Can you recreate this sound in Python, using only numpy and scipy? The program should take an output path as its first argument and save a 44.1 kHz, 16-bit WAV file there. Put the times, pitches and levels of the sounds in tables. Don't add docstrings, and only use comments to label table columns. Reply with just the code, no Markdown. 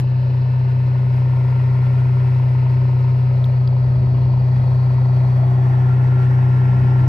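import sys
import numpy as np
from scipy import signal
from scipy.fft import rfft, irfft
from scipy.io import wavfile
from scipy.ndimage import map_coordinates

SR = 44100
rng = np.random.default_rng(int(sys.argv[2]) if len(sys.argv) > 2 else 0)


def wav_out(sig):
    wavfile.write(sys.argv[1], SR, np.round(np.clip(np.atleast_2d(sig).T, -1, 1) * 32767).astype(np.int16))


N = 312228

FIRING_HZ, ROTOR_HZ = 126.03, 26.315
# middle in seconds, length in seconds.
TILT_UP, LEAN_IN = (3.4, 0.85), (5.55, 0.65)

# multiple of the firing rate, relative level in dB.
EXHAUST_TONES = [(0.25, -53.5), (0.5, -22.5), (0.75, -13), (1, 4), (1.25, -32.5), (1.5, -23), (1.75, -39.5),
                 (2, -36.5), (2.25, -39), (2.5, -34.5), (2.75, -58.5), (3, -25.5), (3.25, -38.5),
                 (3.5, -49.5), (3.75, -51), (4, -38.5), (4.25, -44), (4.5, -39), (4.75, -45.5), (5, -39.5),
                 (5.25, -40.5), (5.5, -45), (5.75, -52.5), (6, -49)]
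# frequency in Hz, relative level in dB.
RUMBLE_SPECTRUM = [(20, -35), (40, -18), (55, -5), (75, 1), (115, 6.5), (160, -1), (230, -9), (400, -19.5)]
# time in seconds, level in dB.
DRONE_LEVEL = [(0.1, -16), (2.04, -14), (3.86, -14.5), (6.19, -13), (7.0, -13)]
# frequency in Hz, relative level in dB.
RUSH_SPECTRUM = [(200, 7), (270, 0), (340, -2), (450, -1.5), (560, -5.5), (680, -5.5), (800, -6),
                 (1000, -3), (1200, -13.5)]
CLATTER_SPECTRUM = [(1100, -2.5), (1550, 0), (1750, -3.5), (1900, -3.5), (2050, -7), (2400, -9),
                    (2800, -13), (3300, -17), (4500, -18.5), (5200, -20), (6000, -27.5), (8200, -32),
                    (9600, -25.5), (10400, -30), (11500, -25.5), (12700, -34), (14300, -35)]
# multiple of the rotor's speed, relative level in dB.
HUM_TONES = [(3, -47), (4, -48), (8, -45), (12, -53), (15, -44), (22, -55), (26, -53), (58, -54), (67, -58),
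             (99, -64)]
WHINE_TONES = [(48, -16), (52, 0), (54, -7), (56, -15)]
# time in seconds, relative level in dB.
WHINE_SWELL = [(0.25, -61), (0.85, -65), (1.45, -53), (2.1, -54), (3.1, -62), (4.4, -66), (4.85, -57),
               (5.7, -55), (5.95, -45), (6.09, -50), (6.24, -44), (6.34, -48), (7.0, -48)]
# fraction of the turn, relative level in dB.
TURN_BLOWS = [(.09, 0), (.29, -10), (.69, -15)]
# time in seconds, extra level in dB.
HARD_TURNS = [(1.372, 3), (1.752, 3.5), (2.17, 3.5), (2.664, 4), (2.892, 3.5), (3.044, 3.5), (3.419, 3),
              (3.767, 4), (4.071, 4), (4.148, 3), (4.337, 4), (4.375, 4), (4.717, 4), (4.983, 5),
              (5.401, 5), (5.932, 3), (6.731, 3)]
# time in seconds, level in dB.
KNOCK_LEVEL = [(0.25, -50), (1.0, -45), (1.6, -44), (2.25, -44.5), (2.68, -43.2), (3.05, -44.5), (3.5, -48),
               (4.2, -46), (5.3, -44.8), (6.4, -44.8), (7.0, -44.2)]
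# pitch in Hz, width in Hz, relative level in dB, change in dB as the phone leans in.
HOUSING_NOTES = [(835, 90, -19, 14), (895, 8, -3, 1), (921, 8, 1, 1), (945, 170, -5, -1), (974, 8, -3, 0),
                 (1052, 8, -5, 6)]
# time in seconds, level in dB.
HISS_LEVEL = [(0.2, -59), (1.7, -62.5), (2.7, -59.5), (4.0, -58), (4.9, -57), (5.3, -58.5), (5.8, -74.5)]
ROAR_LEVEL = [(0.2, -57), (1.6, -55), (2.9, -54), (3.6, -48), (4.4, -44), (4.8, -41), (5.15, -41.5),
              (5.45, -37.5), (5.8, -40), (6.4, -41.5), (6.9, -39.5)]
# time in seconds, pitch in Hz.
PANE_PITCH = [(0.2, 1191), (1.5, 1172), (2.5, 1198), (3.4, 1250), (4.4, 1239), (5.4, 1222), (5.9, 1350),
              (7.0, 1350)]
# middle in seconds, length in seconds, pitch in Hz, top level in dB.
FAINT_WHISTLES = [(5.65, 1.0, 3400, -65), (5.8, 1.3, 4400, -69), (6.8, 1.0, 5110, -68)]
# frequency in Hz, left side's lead in radians.
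MIC_LEAD = [(20, 0), (125, .1), (260, .4), (450, .55), (650, .75), (800, 1.45), (1050, 1.9), (1350, 2.3),
            (1620, 3.7), (1720, 6.2), (2300, 6.6), (3000, 7.2), (5000, 7.5), (6500, 5.2), (9500, 4.1),
            (12000, 5.1)]
# frequency in Hz, left minus right in dB.
MIC_BALANCE = [(60, 1.2), (125, 1.8), (270, 1.3), (380, 1.8), (470, 6.5), (600, 6), (1200, 4.7),
               (1560, 0.8), (1800, 3.5), (2300, 2.7), (3300, 3), (5400, 2.3), (8000, 0.36)]
# time in seconds, relative level in dB.
PANE_NEARNESS = [(0.1, -53.5), (0.19, -52), (1.75, -46.5), (4.0, -51), (4.54, -49), (6.19, -46),
                 (7.0, -45.5)]
# time of the peak in seconds, rumble in dB, flutter in dB.
WIND_GUSTS = [(3.88, -38, -36), (4.03, -32, -27), (4.19, -37, -27.5), (4.31, -31, -31), (4.56, -37, -30),
              (4.7, -41, -38), (4.89, -43, -43), (5.22, -44, -45), (6.4, -48, -38), (6.85, -44, -25.5),
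              (7.02, -40, -28)]
# frequency in Hz, relative level in dB.
GUST_RUMBLE = [(20, -26), (32, -14), (48, 0), (80, 3)]
GUST_FLUTTER = [(55, -3), (80, 0), (130, -6), (200, -8), (300, -19.5), (600, -43.5)]
# start in seconds, peak in dB, pitch in Hz, width in Hz,
# seconds to fade by 60 dB.
HAND_TICKS = [(3.4425, -29, 3550, 650, .006), (3.443, -49, 8500, 9000, .012),
              (3.449, -46, 13400, 3400, .016), (3.457, -44, 4400, 3200, .009), (3.675, -36, 3550, 900, .01),
              (3.675, -35, 4750, 400, .012), (3.6755, -50, 9500, 8000, .022)]


def engine(seconds):
    drone_db, = curves(DRONE_LEVEL)
    swell_db, _, _, leaned = phone()
    rumble = colour(rng.standard_normal(N), RUMBLE_SPECTRUM)
    overtone_db = -1 + 0.74 * swell_db + 3 * leaned
    return undb(drone_db) * (level(exhaust(seconds, overtone_db), 0.1) + level(rumble, -25))


def exhaust(seconds, overtone_db, roughness=0.23):
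    out = 0
    for multiple, db in EXHAUST_TONES:
        phase = 2 * np.pi * (multiple * FIRING_HZ * seconds + rng.random())
        overtone = np.clip(2 * (multiple - 1), 0, 1)
        waver = 1 + roughness * overtone * wander(9.8)
        out = out + undb(db + overtone * overtone_db) * waver * np.sin(phase)
    return level(out)


def rotor(turns):
    rush = colour(churn(turns, rattle_db=-13, pulsing=0.08, flicker_db=0.5), RUSH_SPECTRUM)
    rush *= heard(-41, swell=0.74, near=0.23, tilt_db=-1, lean_db=1.5)
    clatter = colour(churn(turns, rattle_db=-8.5, pulsing=0.038, flicker_db=1), CLATTER_SPECTRUM)
    clatter *= heard(-48, near=0.88)
    hum = tones(turns, HUM_TONES, waver_db=0.5) * undb(-4)
    boom = band(churn(turns, rattle_db=-8, pulsing=0.1, flicker_db=1.5), hz=287, width_hz=80)
    boom *= heard(-53.5, lean_db=11.5)
    hoot = band(churn(turns, rattle_db=-6.5, pulsing=0.12, flicker_db=-0.8), hz=567, width_hz=120)
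    hoot *= heard(-47.5, tilt_db=3, lean_db=-6.5)
    sill = band(churn(turns, rattle_db=-8, pulsing=0.05, flicker_db=1), hz=1530, width_hz=130)
    sill *= heard(-51, near=0.52, tilt_db=-3, lean_db=4)
    sizzle = band(churn(turns, rattle_db=-7.5, pulsing=0.06, flicker_db=1), hz=2080, width_hz=700)
    sizzle *= heard(-55.5, near=1.9, tilt_db=-1, lean_db=1)
    rasp = band(churn(turns, rattle_db=-6.5, pulsing=0.15, flicker_db=2), hz=2740, width_hz=610)
    rasp *= heard(-60.5, near=-0.22)
    hiss = band(churn(turns, rattle_db=-11.5, pulsing=0.11, flicker_db=0.5), hz=4350, width_hz=900)
    hiss = hiss * undb(curves(HISS_LEVEL)[0]) * panned(2.3, tilt_db=-2)
    roar = band(churn(turns, rattle_db=-10, pulsing=0.17, flicker_db=0.8), hz=775, width_hz=250)
    roar = roar * undb(curves(ROAR_LEVEL)[0]) * panned(2.2, tilt_db=-5.5)
    return rush + clatter + hum + boom + hoot + sill + sizzle + rasp + hiss + roar


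def churn(turns, rattle_db, pulsing, flicker_db):
    air = rng.standard_normal(N) * undb(flicker_db * wander(30))
    pulse = 1 + pulsing * np.cos(2 * np.pi * turns)
    return (air + undb(rattle_db) * rattle(turns)) * pulse


def rattle(turns):
    size = int(SR / ROTOR_HZ)
    random_phases = np.exp(2j * np.pi * rng.random(size // 2 + 1))
    one_turn = irfft(random_phases, size)
    return level(map_coordinates(one_turn, [turns * size % size], order=3, mode="grid-wrap"))


def knock(turns, chatter_s=0.004):
    hits = blows(turns)
    fade = np.exp(-1 / (chatter_s * SR))
    chatter = signal.lfilter([1], [1, -fade], hits) * rng.standard_normal(N)
    strikes = filtered(level(hits) + level(chatter, -8), [770, 1130], "band")
    housing = sum(heard(db, lean_db=lean_db) * ring(strikes, hz, width_hz)
                  for hz, width_hz, db, lean_db in HOUSING_NOTES)
    knock_db, = curves(KNOCK_LEVEL)
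    return level(housing) * undb(knock_db) * panned(8, tilt_db=-2)


def blows(turns, spread_db=0.9):
    turn_db = spread_db * rng.standard_normal(int(turns[-1]) + 3)
    for s, extra_db in HARD_TURNS:
        turn_db[round(s * ROTOR_HZ) + 1] = extra_db
    out = 0
    for fraction, blow_db in TURN_BLOWS:
        turn = np.ceil(turns - fraction).astype(int)
        out = out + np.diff(turn, prepend=turn[0]) * undb(turn_db + blow_db)[turn]
    return out


def whine(turns):
    whine_db, = curves(WHINE_SWELL)
    flutter = tones(turns, WHINE_TONES, waver_db=2.6, wavers_per_s=24)
    return level(flutter, 1.2) * undb(whine_db) * panned(3, lean_db=3.5)


def tones(turns, table, waver_db, wavers_per_s=7):
    out = 0
    for multiple, db in table:
        gain = np.sqrt(2) * undb(db + waver_db * wander(wavers_per_s))
        out = out + gain * np.sin(2 * np.pi * multiple * turns)
    return out


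def pane(width_hz=160):
    hz, = curves(PANE_PITCH)
    slow_noise = filtered(rng.standard_normal((2, N)), width_hz / 2, "low")
    phase = 2 * np.pi * np.cumsum(hz) / SR
    rush = slow_noise[0] * np.cos(phase) + slow_noise[1] * np.sin(phase)
    return level(rush) * heard(-50, near=0.4)


def recess(x, echo_s=0.083, echo_db=-5):
    balance = undb(over_hz(MIC_BALANCE) / 2)
    lead = np.exp(1j * over_hz(MIC_LEAD))
    direct = irfft(rfft(x) * np.array([balance, 1 / balance / lead]), N)
    t = np.arange(SR // 4) / SR
    echoes = rng.standard_normal((2, 2, len(t))) * np.exp(-np.log(1000) * t / echo_s)
    echoes /= np.sqrt(np.sum(echoes ** 2, axis=2, keepdims=True))
    highs = filtered(x, 700, "high", order=3)
    here, there = (signal.fftconvolve(highs, echo, axes=1)[:, :N] for echo in echoes)
    _, near_db, tilted, leaned = phone()
    blend = np.pi / 2 * (tilted + leaned + near_db / np.ptp(near_db))
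    return direct + undb(echo_db) * (np.cos(blend) * here + np.sin(blend) * there)


def wind(rise_s=0.09, fall_s=0.16, apart=0.3, buffet_db=2.5):
    out, t = 0, np.arange(N) / SR
    peaks_s, rumble_db, flutter_db = np.transpose(WIND_GUSTS)
    since_peak = t - peaks_s[:, None]
    shapes = np.exp(np.minimum(since_peak / rise_s, -since_peak / fall_s))
    for spectrum, db in (GUST_RUMBLE, rumble_db), (GUST_FLUTTER, flutter_db):
        shared, left, right = (colour(rng.standard_normal(N), spectrum) for _ in range(3))
        strongest_gust = np.max(undb(db)[:, None] * shapes, axis=0)
        out = out + level(shared + apart * np.array([left, right])) * strongest_gust
    return out * undb(buffet_db * wander(14))


def ticks():
    out, t = np.zeros(N), np.arange(SR // 10) / SR
    for s, db, hz, width_hz, fade_s in HAND_TICKS:
        burst = rng.standard_normal(len(t)) * np.exp(-np.log(1000) * t / fade_s)
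        click = band(burst, hz, width_hz)
        start = int(s * SR)
        out[start:start + len(t)] += undb(db) * click / np.abs(click).max()
    return out


def whistles(width_hz=70):
    out, t = 0, np.arange(N) / SR
    for middle_s, length_s, hz, db in FAINT_WHISTLES:
        swell = np.sin(np.pi * np.clip((t - middle_s) / length_s + 0.5, 0, 1))
        out = out + band(rng.standard_normal(N), hz, width_hz) * undb(db) * swell
    return out


def phone():
    (drone_db,), (near_db,) = curves(DRONE_LEVEL), curves(PANE_NEARNESS)
    return drone_db - drone_db.mean(), near_db - near_db.mean(), move(*TILT_UP), move(*LEAN_IN)


def move(middle_s, length_s):
    return 0.5 + 0.5 * np.sin(np.pi * np.clip((np.arange(N) / SR - middle_s) / length_s, -0.5, 0.5))


def heard(db, swell=0, near=0, tilt_db=0, lean_db=0):
    swell_db, near_db, tilted, leaned = phone()
    return undb(db + swell * swell_db + near * near_db + tilt_db * tilted + lean_db * leaned)


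def panned(pan_db, tilt_db=0, lean_db=0):
    _, _, tilted, leaned = phone()
    half_db = (pan_db + tilt_db * tilted + lean_db * leaned) / 2
    return undb([half_db, -half_db])


def ring(x, hz, width_hz):
    pole = np.exp((2j * np.pi * hz - np.pi * width_hz) / SR)
    return 2 * (1 - abs(pole)) * signal.lfilter([1], [1, -pole], x).imag


def band(x, hz, width_hz):
    return level(filtered(x, [hz - width_hz / 2, hz + width_hz / 2], "band"))


def filtered(x, hz, kind, order=2):
    return signal.sosfilt(signal.butter(order, hz, kind, fs=SR, output="sos"), x)


def colour(x, table):
    hz = np.fft.rfftfreq(N, 1 / SR) + 1
    edges = 1 / (1 + (table[0][0] / hz) ** 8) / (1 + (hz / table[-1][0]) ** 8)
    return level(irfft(rfft(x) * undb(over_hz(table)) * edges, N))


def over_hz(table):
    hz, value = np.transpose(table)
    return np.interp(np.log1p(np.fft.rfftfreq(N, 1 / SR)), np.log1p(hz), value)


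def curves(table):
    s, *columns = np.transpose(table)
    return [np.interp(np.arange(N) / SR, s, column) for column in columns]


def wander(rate):
    step = SR / rate
    points = rng.standard_normal(int(N / step) + 2)
    return level(np.interp(np.arange(N) / step, np.arange(len(points)), points))


def level(x, db=0):
    return x * undb(db) / np.sqrt(np.mean(x ** 2))


def undb(db):
    return 10 ** (np.asarray(db) / 20)


def scene():
    seconds = np.cumsum(1 + 0.0003 * wander(3)) / SR
    turns = ROTOR_HZ * seconds
    chipper = recess(engine(seconds) + rotor(turns) + pane()) + knock(turns) + whine(turns)
    return chipper + whistles() + wind() + ticks()


def record(dry):
    return signal.sosfilt(signal.ellip(8, 0.1, 70, 14500, fs=SR, output="sos"), dry)


dry = scene()
out = record(dry)
wav_out(out)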